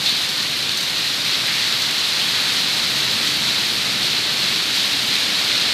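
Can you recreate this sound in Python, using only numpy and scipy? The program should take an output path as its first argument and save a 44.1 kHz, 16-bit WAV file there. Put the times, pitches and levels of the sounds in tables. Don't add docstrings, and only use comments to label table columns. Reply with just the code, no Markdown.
import sys
import numpy as np
from scipy import signal
from scipy.fft import rfft, irfft, next_fast_len
from scipy.io import wavfile

SR = 44100
rng = np.random.default_rng(int(sys.argv[2]) if len(sys.argv) > 2 else 0)


def master_out(mix):
    frames = np.transpose(np.atleast_2d(mix))
    ceiling = np.clip(frames, -1, 1)
    pcm = np.round(ceiling * 32767).astype(np.int16)
    wavfile.write(sys.argv[1], SR, pcm)


N = 252693

# time_s, wash_db, spray_db
DOWNPOUR_CURVE = [(0, -35.5, -35), (.7, -36, -35.6), (1.2, -36, -35.8), (1.33, -34.5, -35),
                  (2.0, -34, -34.5), (2.35, -33, -33.5), (3.05, -34, -34.3), (3.8, -34.5, -34.5),
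                  (4.15, -34, -36.5), (4.9, -34.5, -34), (5.73, -32.5, -36.5)]
# start_s, clack_db, crack_db
CLOSE_STONES = [(0.0606, -1, -35), (0.0934, -3, -35), (0.2894, -5, -29), (0.3774, -9, -32),
                (0.6936, -3, -31), (0.7174, -4, -33), (0.7737, -7, -22.5), (0.8069, -18, -26),
                (0.83, -5, -27), (1.8204, -6, -26), (1.9113, -8, -27), (2.985, -14, -33), (3.0037, -8, -31),
                (3.2614, -13, -30), (3.2784, -10, -28), (4.031, -1, -37), (4.4184, -8, -30)]
# pitch_hz, relative level_db, t60_s
CLACK_RESONANCES = [(2700, -12, 0.013), (3620, -10, 0.024), (4400, -2, 0.0073)]
CRACK_RESONANCES = [(6200, 1, 0.0048), (7800, 0, 0.0033)]
CHIP_RESONANCES = [(11500, 0, 0.0022), (13500, 0, .002)]
# frequency_hz, relative level_db
ROOF_SPECTRUM = [(20, -32), (40, -22), (62, -13), (95, -6.5), (130, 1), (170, -0.5), (250, -0.5),
                 (330, -4.5), (480, -9.5), (800, -13), (2000, -42)]
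WASH_SPECTRUM = [(30, -42), (100, -17), (400, -8.5), (800, -8), (1200, -5), (1800, -3), (2500, -3.5),
                 (3300, -1), (4500, -3), (6000, -12.5), (9000, -18), (15000, -34)]
# pitch_hz, relative level_db
CLATTER_SPECTRUM = [(1300, -20.5), (2200, -5.5), (3200, -3), (4000, 0.5), (4800, -4), (6000, -15.5),
                    (7500, -40)]
SPRAY_SPECTRUM = [(5500, 5.5), (7000, -6.5), (8700, -5), (11500, 0), (13000, -3.5), (14500, -18)]
# time_s, relative level_db
DRUMMING_CURVE = [(0, -39), (2.25, -40), (2.85, -38), (3.05, -35.5), (3.7, -36.5), (4.18, -36), (4.3, -37),
                  (5.73, -38.5)]
# start_s, level_db, pitch_hz, t60_s
WATER_GUSHES = [(0.060, -21.5, 3700, .4), (1.476, -24.5, 2070, 0.64)]
# start_s, rise_db of the clatter, hold_s
HAIL_FLURRIES = [(0.038, 1.5, .1), (0.952, 1.4, 0.079), (1.242, 2, 0.039), (1.535, 1.5, 0.085),
                 (1.775, 0.8, .03), (2.95, 1, 0.12), (3.206, 0.9, 0.065), (3.405, 1.1, 0.073),
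                 (4.006, 1.1, .05), (4.41, 1.5, 0.07), (4.73, 2, .16), (5.07, 1.4, 0.13),
                 (5.47, 0.9, 0.067)]

HAIL_DB, HAIL_FOLLOWS = -25.5, 0.5
FLURRY_ATTACK_S, FLURRY_RELEASE_S = 0.02, 0.05
SPRAY_FOLLOWS = 0.15
PORT_HZ, PORT_WIDTH_HZ, PORT_DB = 4090, 970, 5.5
NULL_HZ, NULL_WIDTH_HZ, NULL_DB = 10000, 520, -6
PEAK_CEILING = 0.56
CUTOFF_HZ = 14950


def from_db(db):
    return 10 ** (np.asarray(db) / 20)


def rms_one(x):
    return x / np.sqrt(np.mean(x ** 2) + 1e-20)


def in_time(rows):
    time_s, *columns = np.transpose(rows)
    t = np.arange(N) / SR
    return [np.interp(t, time_s, column) for column in columns]


def at_hz(points, hz):
    known_hz, level_db = np.transpose(points)
    return np.interp(np.log(np.maximum(hz, 1)), np.log(known_hz), level_db)


def coloured(x, spectrum):
    size = next_fast_len(N)
    gain = from_db(at_hz(spectrum, np.fft.rfftfreq(size, 1 / SR)))
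    return rms_one(irfft(rfft(x, size) * gain, size)[:N])


def drift(rate_hz):
    step = 40
    pole = np.exp(-2 * np.pi * rate_hz * step / SR)
    noise = rng.standard_normal(N // step + 2002)
    slow = signal.lfilter([1], [1, -2 * pole, pole * pole], noise)[2000:]
    return np.interp(np.arange(N) / step, np.arange(len(slow)), rms_one(slow))


def ring(clicks, hz, t60_s):
    decay = from_db(-60 / (t60_s * SR))
    angle = 2 * np.pi * hz / SR
    feedback = [1, -2 * decay * np.cos(angle), decay * decay]
    return signal.lfilter([0, np.sin(angle)], feedback, clicks + 1e-18)


def resonance(x, hz, width_hz):
    hz_safe, width_safe = min(hz, 0.45 * SR), min(width_hz, 0.2 * SR)
    b, a = signal.iirpeak(hz_safe, hz / width_safe, fs=SR)
    return signal.lfilter(b, a, x + 1e-18)


def impacts(per_s, spread_db):
    size_db = spread_db * np.minimum(rng.exponential(1, N), 4.5)
    sizes = from_db(size_db) * rng.choice([-1, 1], N)
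    return sizes * (rng.random(N) < per_s / SR)


def pitched(clicks, spectrum, sharpness, count):
    pitches = np.geomspace(spectrum[0][0], spectrum[-1][0], count)
    dealt = rng.integers(0, count, N)
    total = np.zeros(N)
    for k, hz in enumerate(pitches):
        band = resonance(clicks * (dealt == k), hz, hz / sharpness)
        total += from_db(at_hz(spectrum, hz)) * rms_one(band)
    return rms_one(total)


def porch(x, wet_db, t60_s):
    keep = from_db(-120 / (t60_s * SR))
    energy = signal.lfilter([1 - keep], [1, -keep], x ** 2 + 1e-18)
    return x + from_db(wet_db) * np.sqrt(energy) * rng.standard_normal(N)


def flurries():
    t, total_db = np.arange(N) / SR, np.zeros(N)
    for start_s, rise_db, hold_s in HAIL_FLURRIES:
        attack = np.clip((t - start_s) / FLURRY_ATTACK_S, 0, 1)
        since_hold = np.maximum(t - start_s - FLURRY_ATTACK_S - hold_s, 0)
        total_db += rise_db * attack * np.exp(-since_hold / FLURRY_RELEASE_S)
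    return total_db


def hail_level(wash_db, flurry_db, waver_db):
    swing_db = HAIL_FOLLOWS * (wash_db - np.mean(wash_db))
    return HAIL_DB + swing_db + flurry_db + waver_db * drift(8)


def clatter(hail_db):
    per_s = 13000 * from_db(hail_db - np.mean(hail_db))
    clicks = porch(impacts(per_s, spread_db=1.3), wet_db=-2.5, t60_s=0.35)
    return from_db(hail_db) * pitched(clicks, CLATTER_SPECTRUM, sharpness=6.2, count=24)


def close_stones(clack_db, crack_db, chip_db, shatter_db, shatter_s):
    start_s, clacks, cracks = np.transpose(CLOSE_STONES)
    count = len(start_s)
    first = np.round(start_s * SR).astype(int)
    again = first + (shatter_s * SR * rng.uniform(0.55, 2.2, count)).astype(int)
    parts = (
        (CLACK_RESONANCES, clacks + clack_db),
        (CRACK_RESONANCES, cracks + crack_db),
        (CHIP_RESONANCES, cracks + chip_db),
    )
    out = np.zeros(N)
    for modes, levels_db in parts:
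        for hz, mode_db, t60_s in modes:
            clicks = np.zeros(N)
            clicks[first] = from_db(levels_db + mode_db) * rng.choice([-1, 1], count)
            clicks[again] += clicks[first] * from_db(shatter_db)
            out += ring(porch(clicks, wet_db=-1.5, t60_s=0.12), hz, t60_s)
    return out


def spray(clump_db):
    clicks = porch(impacts(per_s=4200, spread_db=0.0), wet_db=-4.0, t60_s=0.2)
    ticks = pitched(clicks, SPRAY_SPECTRUM, sharpness=4.7, count=18)
    band = signal.butter(2, [5000, 14500], "band", fs=SR, output="sos")
    ticks = signal.sosfilt(band, ticks)
    return rms_one(ticks) * from_db(clump_db * drift(40))


def gushes(width_hz):
    t, out = np.arange(N) / SR, np.zeros(N)
    for start_s, level_db, hz, t60_s in WATER_GUSHES:
        drops = impacts(per_s=2300, spread_db=1.5)
        for _ in range(2):
            drops = resonance(drops, hz, width_hz)
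        fading_db = level_db - 60 * np.maximum(t - start_s, 0) / t60_s
        out += rms_one(drops) * (t > start_s) * from_db(fading_db)
    return out


def wash():
    return coloured(impacts(per_s=16000, spread_db=2.0), WASH_SPECTRUM)


def roof():
    return coloured(impacts(per_s=6000, spread_db=1.5), ROOF_SPECTRUM)


def scene():
    wash_db, spray_db = in_time(DOWNPOUR_CURVE)
    roof_db, = in_time(DRUMMING_CURVE)
    flurry_db = flurries()
    hail = clatter(hail_level(wash_db, flurry_db, waver_db=0.35))
    stones = close_stones(clack_db=-11.5, crack_db=5.5, chip_db=0.0, shatter_db=-3.0, shatter_s=0.0013)
    splashes = from_db(spray_db + SPRAY_FOLLOWS * flurry_db - 1.0) * spray(clump_db=1.0)
    water = gushes(width_hz=1100)
    far = from_db(wash_db + 8.5) * wash() + from_db(roof_db + 1.25) * roof()
    return np.tile(hail + stones + splashes + water + far, (2, 1))


def record(dry):
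    x = dry + (from_db(PORT_DB) - 1) * resonance(dry, PORT_HZ, PORT_WIDTH_HZ)
    x = x + (from_db(NULL_DB) - 1) * resonance(x, NULL_HZ, NULL_WIDTH_HZ)
    rounded = x / (1 + (x / PEAK_CEILING) ** 8) ** (1 / 8)
    low_pass = signal.ellip(12, 0.2, 80, CUTOFF_HZ, fs=SR, output="sos")
    return signal.sosfilt(low_pass, rounded)


dry = scene()
out = record(dry)
master_out(out)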